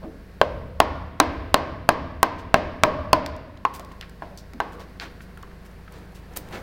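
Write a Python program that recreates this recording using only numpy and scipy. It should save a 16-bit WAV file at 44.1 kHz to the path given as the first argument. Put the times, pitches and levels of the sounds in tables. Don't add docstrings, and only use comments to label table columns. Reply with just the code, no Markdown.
import sys
import numpy as np
from scipy import signal
from scipy.fft import rfft, irfft
from scipy.io import wavfile
from scipy.ndimage import uniform_filter1d

SR = 44100
rng = np.random.default_rng(int(sys.argv[2]) if len(sys.argv) > 2 else 0)


def digitize_waveform(pressure):
    field = np.atleast_2d(pressure).T
    bounded = np.clip(field, -1, 1)
    quanta = np.round(bounded * 32767).astype(np.int16)
    wavfile.write(sys.argv[1], SR, quanta)


N = 291942
TIME = np.arange(N) / SR


def amp(db):
    return 10 ** (np.asarray(db) / 20)


def unit(x):
    return x / np.sqrt(np.mean(x ** 2) + 1e-20)


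def read(points, hz):
    f, value = np.transpose(points)
    return np.interp(np.log(hz + 1), np.log(f + 1), value)


def add(mix, start_s, sound):
    part = mix[max(round(start_s * SR), 0):][:len(sound)]
    part += sound[:len(part)]


def noise(points, size):
    gain = amp(read(points, np.fft.rfftfreq(size, 1 / SR)))
    return unit(irfft(rfft(rng.standard_normal(size)) * gain, size))


def colour(x, points, size=2048):
    log_gain = np.log(amp(read(points, abs(np.fft.fftfreq(size, 1 / SR)))))
    taps = np.fft.ifft(np.exp(np.conj(signal.hilbert(log_gain)))).real
    return signal.fftconvolve(x, taps[:size // 2])[:len(x)]


def bell(hz, centre_hz, octaves):
    return np.exp(-.5 * (np.log2(hz / centre_hz) / octaves) ** 2)


BAND_EDGES_HZ = [300, 1000, 3000, 7000, 16000]


def hump(db, centre_hz, octaves, skirt_db=-38):
    edges = np.array(BAND_EDGES_HZ)
    band_hz = np.sqrt(edges[1:] * edges[:-1])
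    return db + 20 * np.log10(bell(band_hz, centre_hz, octaves) + amp(skirt_db))


def friction(levels_db, size, grain_db):
    edges = np.array(BAND_EDGES_HZ)
    band_hz = np.sqrt(edges[1:] * edges[:-1])
    density = np.c_[band_hz, levels_db - 10 * np.log10(np.diff(edges))]
    flicker = unit(uniform_filter1d(rng.standard_normal(size), 40))
    grains = rng.standard_normal(size) * amp(grain_db * flicker)
    shaped = colour(grains, [(80, density[0, 1] - 12), (250, density[0, 1]), *density])
    return unit(shaped) * np.linalg.norm(amp(levels_db))


# pitch_hz [Hz], density_db [dB per Hz]
AIR = [(25, -1), (45, -14.5), (80, 1), (130, -5.5), (190, -4.5), (300, -11.5), (500, -14), (800, -18),
       (1200, -21.5), (1600, -17), (3300, -31.5), (4400, -29), (7000, -40.5), (16000, -40.5)]
AIR_DB = -48
# pitch_hz [Hz], level_db [dB rms]
HUM = [(51, -47.5), (77, -52), (101, -61.5), (156, -56.5), (183, -54.5), (194, -58), (386, -63),
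       (436, -70.5), (484, -63), (1085, -68)]
# time_s [s], level_db [dB]
SLEEVE = [(0, -79.5), (3.3, -69.5), (3.8, -58), (4.5, -66), (5.1, -54.5), (5.7, -54.5), (6.0, -54.5),
          (6.62, -42.5)]


def background(waver=0.22):
    slow = [(1, 0), (4, -3), (12, -30), (40, -100)]
    hum = np.zeros(N)
    for hz, db in HUM:
        phase_rad = 2 * np.pi * hz * TIME + waver * hz / 50 * noise(slow, N)
        hum += amp(db) * unit(np.sin(phase_rad))
    fizz = noise([(100, 7.5), (800, -0.5), (1500, -8), (2500, -11), (4500, -24.0), (7000, -26), (16000, -27.0)], N)
    flutter_db = 2 * noise([(1, 13.5), (30, 2), (200, -30.5), (1000, -100)], N)
    stir_db = np.interp(TIME, *np.transpose(SLEEVE)) + flutter_db
    return amp(AIR_DB) * noise(AIR, N) + hum + amp(stir_db) * fizz


# time_s [s], pitch_hz [Hz], creak_db [dB], scuff_db [dB]
CREAK = [(0.02, 152, -65, -50), (0.036, 160, -54.5, -33.5), (0.045, 210, -37, -39),
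         (0.059, 287, -38.5, -44), (0.073, 452, -44.5, -57), (.13, 486, -90, -63.5)]


def creak():
    s, *columns = np.transpose(CREAK)
    t = np.arange(s[0], s[-1], 1 / SR)
    pitch_hz, tone_db, scuff_db = (np.interp(t, s, c) for c in columns)
    tone = unit(np.sin(2 * np.pi * np.cumsum(pitch_hz) / SR))
    scuff = noise([(80, 3.5), (200, -3), (700, 6.0), (1200, -9.5), (3000, -26), (10000, -53)], len(t))
    out = np.zeros(N)
    add(out, s[0], amp(tone_db) * tone + amp(scuff_db) * scuff)
    return out


# pitch_hz [Hz], gain_db [dB]
STRIKE = [(170, -2.5), (300, 3), (480, -0.5), (830, 0.5), (1080, 2.5), (1600, 1.5), (2600, 3.5), (4500, 0),
          (11000, 2.5)]
SEAT_HZ, SEAT_OCTAVES = 614, 0.11
SEAT_PUSH_HZ, SEAT_PUSH_OCTAVES = 139, 0.6
FAVOUR_OCTAVES = 0.22


def strike_tint(seat_db, favoured_hz, lift_db, chip_hz, chip_db, chip_octaves=0.12):
    hz = np.geomspace(100, 16000, 160)
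    seated = bell(hz, SEAT_HZ, SEAT_OCTAVES) + bell(hz, SEAT_PUSH_HZ, SEAT_PUSH_OCTAVES)
    db = read(STRIKE, hz) + seat_db * seated + lift_db * bell(hz, favoured_hz, FAVOUR_OCTAVES)
    return np.c_[hz, db + chip_db * bell(hz, chip_hz, chip_octaves)]


# pitch_hz [Hz], level_db [dB], t60_s [s]
WOOD = [(130, -19.5, 0.02), (193, -13, 0.034), (262, -14, 0.041), (492, -8, 0.018), (664, -4.5, 0.023),
        (721, -15.5, 0.025), (809, 2.5, 0.011), (822, -12, 0.065), (963, -12, 0.048), (1077, -1, 0.023),
        (1297, -12.5, 0.03), (1510, -7.5, 0.023), (1725, -4, 0.011), (2065, -14.5, 0.018),
        (2644, -7, 0.0063), (3126, -20.5, 0.017), (4170, -25, 0.031), (4740, -28, 0.002),
        (253.8, -41.5, 0.86), (336, -43, 0.97), (610, -30, 0.46), (934, -35, 0.75), (1015, -37.5, 0.64),
        (1103, -42, 0.55), (1220, -42.5, 0.73), (4345, -47, 0.24), (4860, -57, .35)]


def knock(force_db, bite_db, crack_db=-14, crack_s=0.0012, scatter=0.033, click_db=-2, contact_s=0.00051):
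    t = np.arange(SR * 3 // 4) / SR
    hz, db, t60_s = np.transpose(WOOD)[:, :, None]
    damped = t60_s[:, 0] < .15
    hz = hz * (1 + scatter * rng.standard_normal(hz.shape) * damped[:, None])
    db = db + 1.15 * min(force_db, 0) * ~damped[:, None]
    onset = 1 - np.exp(-t / contact_s)
    modes = -amp(db - 60 * t / t60_s) * np.sin(2 * np.pi * hz * t) * onset
    crack = noise([(300, 5.5), (2000, -1.5), (5000, -0.5), (8000, -9), (11000, -14.0), (16000, -22.0)], len(t))
    close = modes.sum(0) + amp(crack_db + bite_db) * crack * np.exp(-t / crack_s)
    f = np.fft.rfftfreq(2048, 1 / SR)
    click = amp(click_db + read([(500, 0), (2000, 24.5), (5000, 15), (7000, 4.0), (16000, -5.0)], f))
    power = (abs(rfft(modes[damped], 2048)) ** 2).sum(0) + click ** 2
    spread = colour(signal.unit_impulse(len(t)), np.c_[f, 10 * np.log10(power)])
    return close, spread


# start_s [s], force_db [dB], room_send_db [dB], rumble_db [dB],
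# seat_db [dB], favoured_hz [Hz], lift_db [dB], crack_db [dB], chip_hz [Hz]
BLOWS = [(0.4145, -2, 0, 6.5, -0.5, 521, 10, -9.5, 3170), (0.8022, 3.5, 2.5, 4, -1.5, 820, 3, 4.5, 3360),
         (1.201, 3.5, 3, 2.5, -2.5, 306, 3.5, 9.5, 3890), (1.5431, 4.5, 3, 2, 1.5, 1550, -0.5, 7, 4400),
         (1.89, 3.5, 2, 1, 3, 300, 0.5, 9, 10100), (2.23, 2, 1.5, -1, -2.5, 1080, 2, 9, 12900),
         (2.5423, 5, 1.5, 0, 3.5, 994, -4, -4.5, 2570), (2.8357, 2, 5, 5, 6.5, 1140, 3, 11, 2370),
         (3.131, 2.5, 2.5, -0.5, 5.5, 970, 2.5, 8, 4670), (3.6512, -12, -2, -7, -9.5, 1056, 9, -3, 2560),
         (4.222, -32, 8, 0, 3.5, 790, 5, -7, 1630), (4.6026, -16.5, 3, -7, -6.5, 850, 4.5, 0.5, 1570)]
CHIP_CLOSE_DB, CHIP_ROOM_DB = 9, 1.5


def mallet(level_db=5):
    direct, sent = np.zeros(N), np.zeros(N)
    for start_s, force_db, send_db, _, seat_db, favoured_hz, lift_db, bite_db, chip_hz in BLOWS:
        close, spread = knock(force_db, bite_db)
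        close = colour(close, strike_tint(seat_db, favoured_hz, lift_db, chip_hz, CHIP_CLOSE_DB))
        spread = colour(spread, strike_tint(seat_db, favoured_hz, lift_db, chip_hz, CHIP_ROOM_DB))
        add(direct, start_s, amp(level_db + force_db) * close)
        add(sent, start_s, amp(level_db + force_db + send_db) * spread)
    return direct, sent


def stand(level_db=-18, swell_s=0.19, t60_s=1.0):
    out, t = np.zeros(N), np.arange(SR) / SR
    spectrum = [(25, -19.5), (48, -11.5), (66, -6.5), (87, -4), (110, -15.5), (200, -18), (500, -69.0)]
    for start_s, force_db, _, rumble_db, *_ in BLOWS:
        decay = amp(level_db + force_db + rumble_db - 60 * t / t60_s)
        add(out, start_s, noise(spectrum, len(t)) * (1 - np.exp(-t / swell_s)) * decay)
    return out


def near_echoes(x):
    out = np.zeros(N)
    for delay_s, db in [(.0029, -11.5), (.0068, -32), (.0092, -40.5), (.0165, -19.5)]:
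        add(out, delay_s, amp(db) * x)
    return colour(out, [(200, -9), (1100, 1), (2500, -6.5), (7000, -48.5)])


# pitch_hz [Hz], level_db [dB], t60_s [s]
ROOM = [(60, 7.5, 1.2), (157, -8.5, 1.6), (324, 5.5, 0.94), (620, 2, 0.9), (800, -6, 0.71),
        (1100, -4.5, 0.86), (1780, -7, 0.96), (2800, -11, 0.96), (5000, -8.5, 0.8), (7240, -14.5, 0.63),
        (11000, -10.5, 0.12), (16000, -4, 0.22)]


def room(x, early_db=5, early_s=0.027):
    f, db, t60_s = np.transpose(ROOM)
    out = np.zeros(N)
    for k in range(3):
        grain = rng.standard_normal(SR * 3 // 2) / np.sqrt(SR / 10)
        hz, t, z = signal.stft(grain, SR, nperseg=512)
        fade_db = read(np.c_[f, db], hz)[:, None] - 60 * t / read(np.c_[f, t60_s], hz)[:, None]
        tail = signal.istft(z * amp(fade_db), SR, nperseg=512)[1]
        t = np.arange(len(tail)) / SR
        tail *= np.clip((t - .004) / 0.0029, 0, 1) * (1 + amp(early_db) * np.exp(-t / early_s))
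        share = np.sqrt(2 / 3) * np.cos(np.pi * (TIME + k / 3))
        out += signal.fftconvolve(x * share, tail)[:N]
    return out


# start_s [s], length_s [s], level_db [dB, relative], centre_hz [Hz], width_oct [octaves]
RUBS = [(2.38, 0.03, -42, 2500, 1.07), (3.735, 0.032, -44, 4000, 4), (3.798, 0.016, -46, 1270, 1.4),
        (3.917, 0.007, -45, 1500, 1.45), (4.014, 0.032, -44, 1750, 0.75), (4.373, 0.031, -47, 5500, 0.49),
        (4.72, 0.027, -54, 1200, 2.3), (4.793, 0.035, -44.5, 1130, 1.72), (4.997, 0.056, -36, 1570, 1.13),
        (5.21, 0.032, -58, 5900, 1.8), (5.646, 0.024, -57, 2000, 2.5), (5.918, 0.084, -50.5, 900, 1.8),
        (6.144, 0.036, -54, 3000, 1.7), (6.36, 0.018, -36.5, 7000, 4.5), (6.52, 0.059, -37.5, 1110, 1.47)]


def rubs(level_db=-1):
    out, t = np.zeros(N), np.arange(8192) / SR
    for start_s, length_s, db, centre_hz, octaves in RUBS:
        stroke = (1 - np.exp(-t / (0.089 * length_s))) / (1 + (t / length_s) ** 4)
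        rub = friction(hump(db, centre_hz, octaves), len(t), grain_db=3.0)
        add(out, start_s, amp(level_db) * rub * stroke)
    return out


# start_s [s], level_db [dB, relative],
# centre_hz [Hz], width_oct [octaves]
SNAPS = [(3.262, -19.5, 3500, 0.8), (3.365, -44, 4400, 1.2), (3.5724, -39, 2800, 0.9),
         (3.796, -36, 6050, 2.6), (3.8485, -46.5, 6500, 1.3), (4.0117, -35, 1960, 1.2),
         (4.096, -52, 4540, 1.8), (4.375, -37, 5500, 0.63), (4.535, -39, 990, 1.7),
         (4.999, -22, 2920, 0.62), (5.375, -50, 3900, 3.6), (5.428, -49, 2200, 2.2),
         (5.664, -55, 6000, 1.4), (5.882, -43, 1590, 0.48), (5.923, -46.5, 7040, 1.5),
         (6.372, -21.5, 11100, 0.77)]


def snaps(level_db=3, grain_db=3, decay_s=0.0016):
    out, t = np.zeros(N), np.arange(4096) / SR
    for start_s, db, centre_hz, octaves in SNAPS:
        snap = friction(hump(db, centre_hz, octaves), len(t), grain_db)
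        add(out, start_s, amp(level_db) * snap * np.exp(-t / decay_s))
    return out


# [dB, relative]
BUMPS = [(3.795, 604, -27.5), (3.914, 1010, -33), (4.311, 630, -35.5), (4.545, 230, -34.5),
         (4.603, 298, -26.5), (4.747, 447, -34), (5.206, 1660, -31.5), (5.373, 1410, -32),
         (5.431, 1220, -30.5), (5.513, 1500, -36.5), (5.878, 1400, -35), (6.363, 277, -32)]
BUMP_CYCLES = 37.3


def bumps(level_db=-4, attack_s=0.00048, skirt_db=-10, octaves=0.18):
    out, t = np.zeros(N), np.arange(8192) / SR
    f = np.geomspace(40, 16000, 80)
    for start_s, pitch_hz, db in BUMPS:
        gain = bell(f, pitch_hz, octaves) + amp(skirt_db) * bell(f, pitch_hz, 0.83) + amp(-62)
        body = noise(np.c_[f, 20 * np.log10(gain)], len(t))
        decay = amp(level_db + db - 60 * t * pitch_hz / BUMP_CYCLES)
        add(out, start_s, body * (1 - np.exp(-t / attack_s)) * decay)
    return out


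def crumbs(above_db=0, spread_db=3, centre_hz=3500, octaves=2, decay_s=0.001, count=24):
    out, t = np.zeros(N), np.arange(2048) / SR
    for when, size in rng.random((count, 2)):
        start_s = when * N / SR
        db = np.interp(start_s, *np.transpose(SLEEVE)) + above_db + spread_db * (2 * size - 1)
        tick = friction(hump(db, centre_hz, octaves), len(t), grain_db=2)
        add(out, start_s, tick * np.exp(-t / decay_s))
    return out


def ports(mono):
    side = colour(np.gradient(mono), [(500, -61), (2000, -48.0), (5000, -25), (12000, -18.5)])
    side += colour(mono, [(500, -59), (2000, -55), (5000, -36.0), (12000, -32)])
    return np.array([mono + side, mono - side])


def scene():
    steady = background()
    small = creak() + rubs() + snaps() + bumps() + crumbs()
    direct, sent = mallet()
    wet = room(amp(-8.5) * sent + amp(-2) * small)
    return ports(direct + near_echoes(direct) + wet + small + stand() + steady)


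CEILING, EDGE_HZ = 0.93, 16100


def record(dry, lag_s=0.0012, threshold_db=-8, slope=0.49, recover_db_per_s=28, attack_s=0.0013):
    peak_db = 20 * np.log10(abs(dry).max(0) + 1e-9)
    fall_db = TIME * recover_db_per_s
    held_db = np.maximum.accumulate(peak_db + fall_db) - fall_db
    over_db = np.maximum(held_db - threshold_db, 0)
    over_db = np.interp(TIME - lag_s, TIME, over_db)
    r = np.exp(-1 / (attack_s * SR))
    ducked = dry / amp(slope * signal.lfilter([1 - r], [1, -r], over_db))
    clipped = ducked / (1 + (ducked / CEILING) ** 8) ** (1 / 8)
    lowpass = signal.firwin(511, EDGE_HZ, window=("kaiser", 9), fs=SR)
    return signal.oaconvolve(clipped, lowpass[None], "same")


dry = scene()
out = record(dry)
digitize_waveform(out)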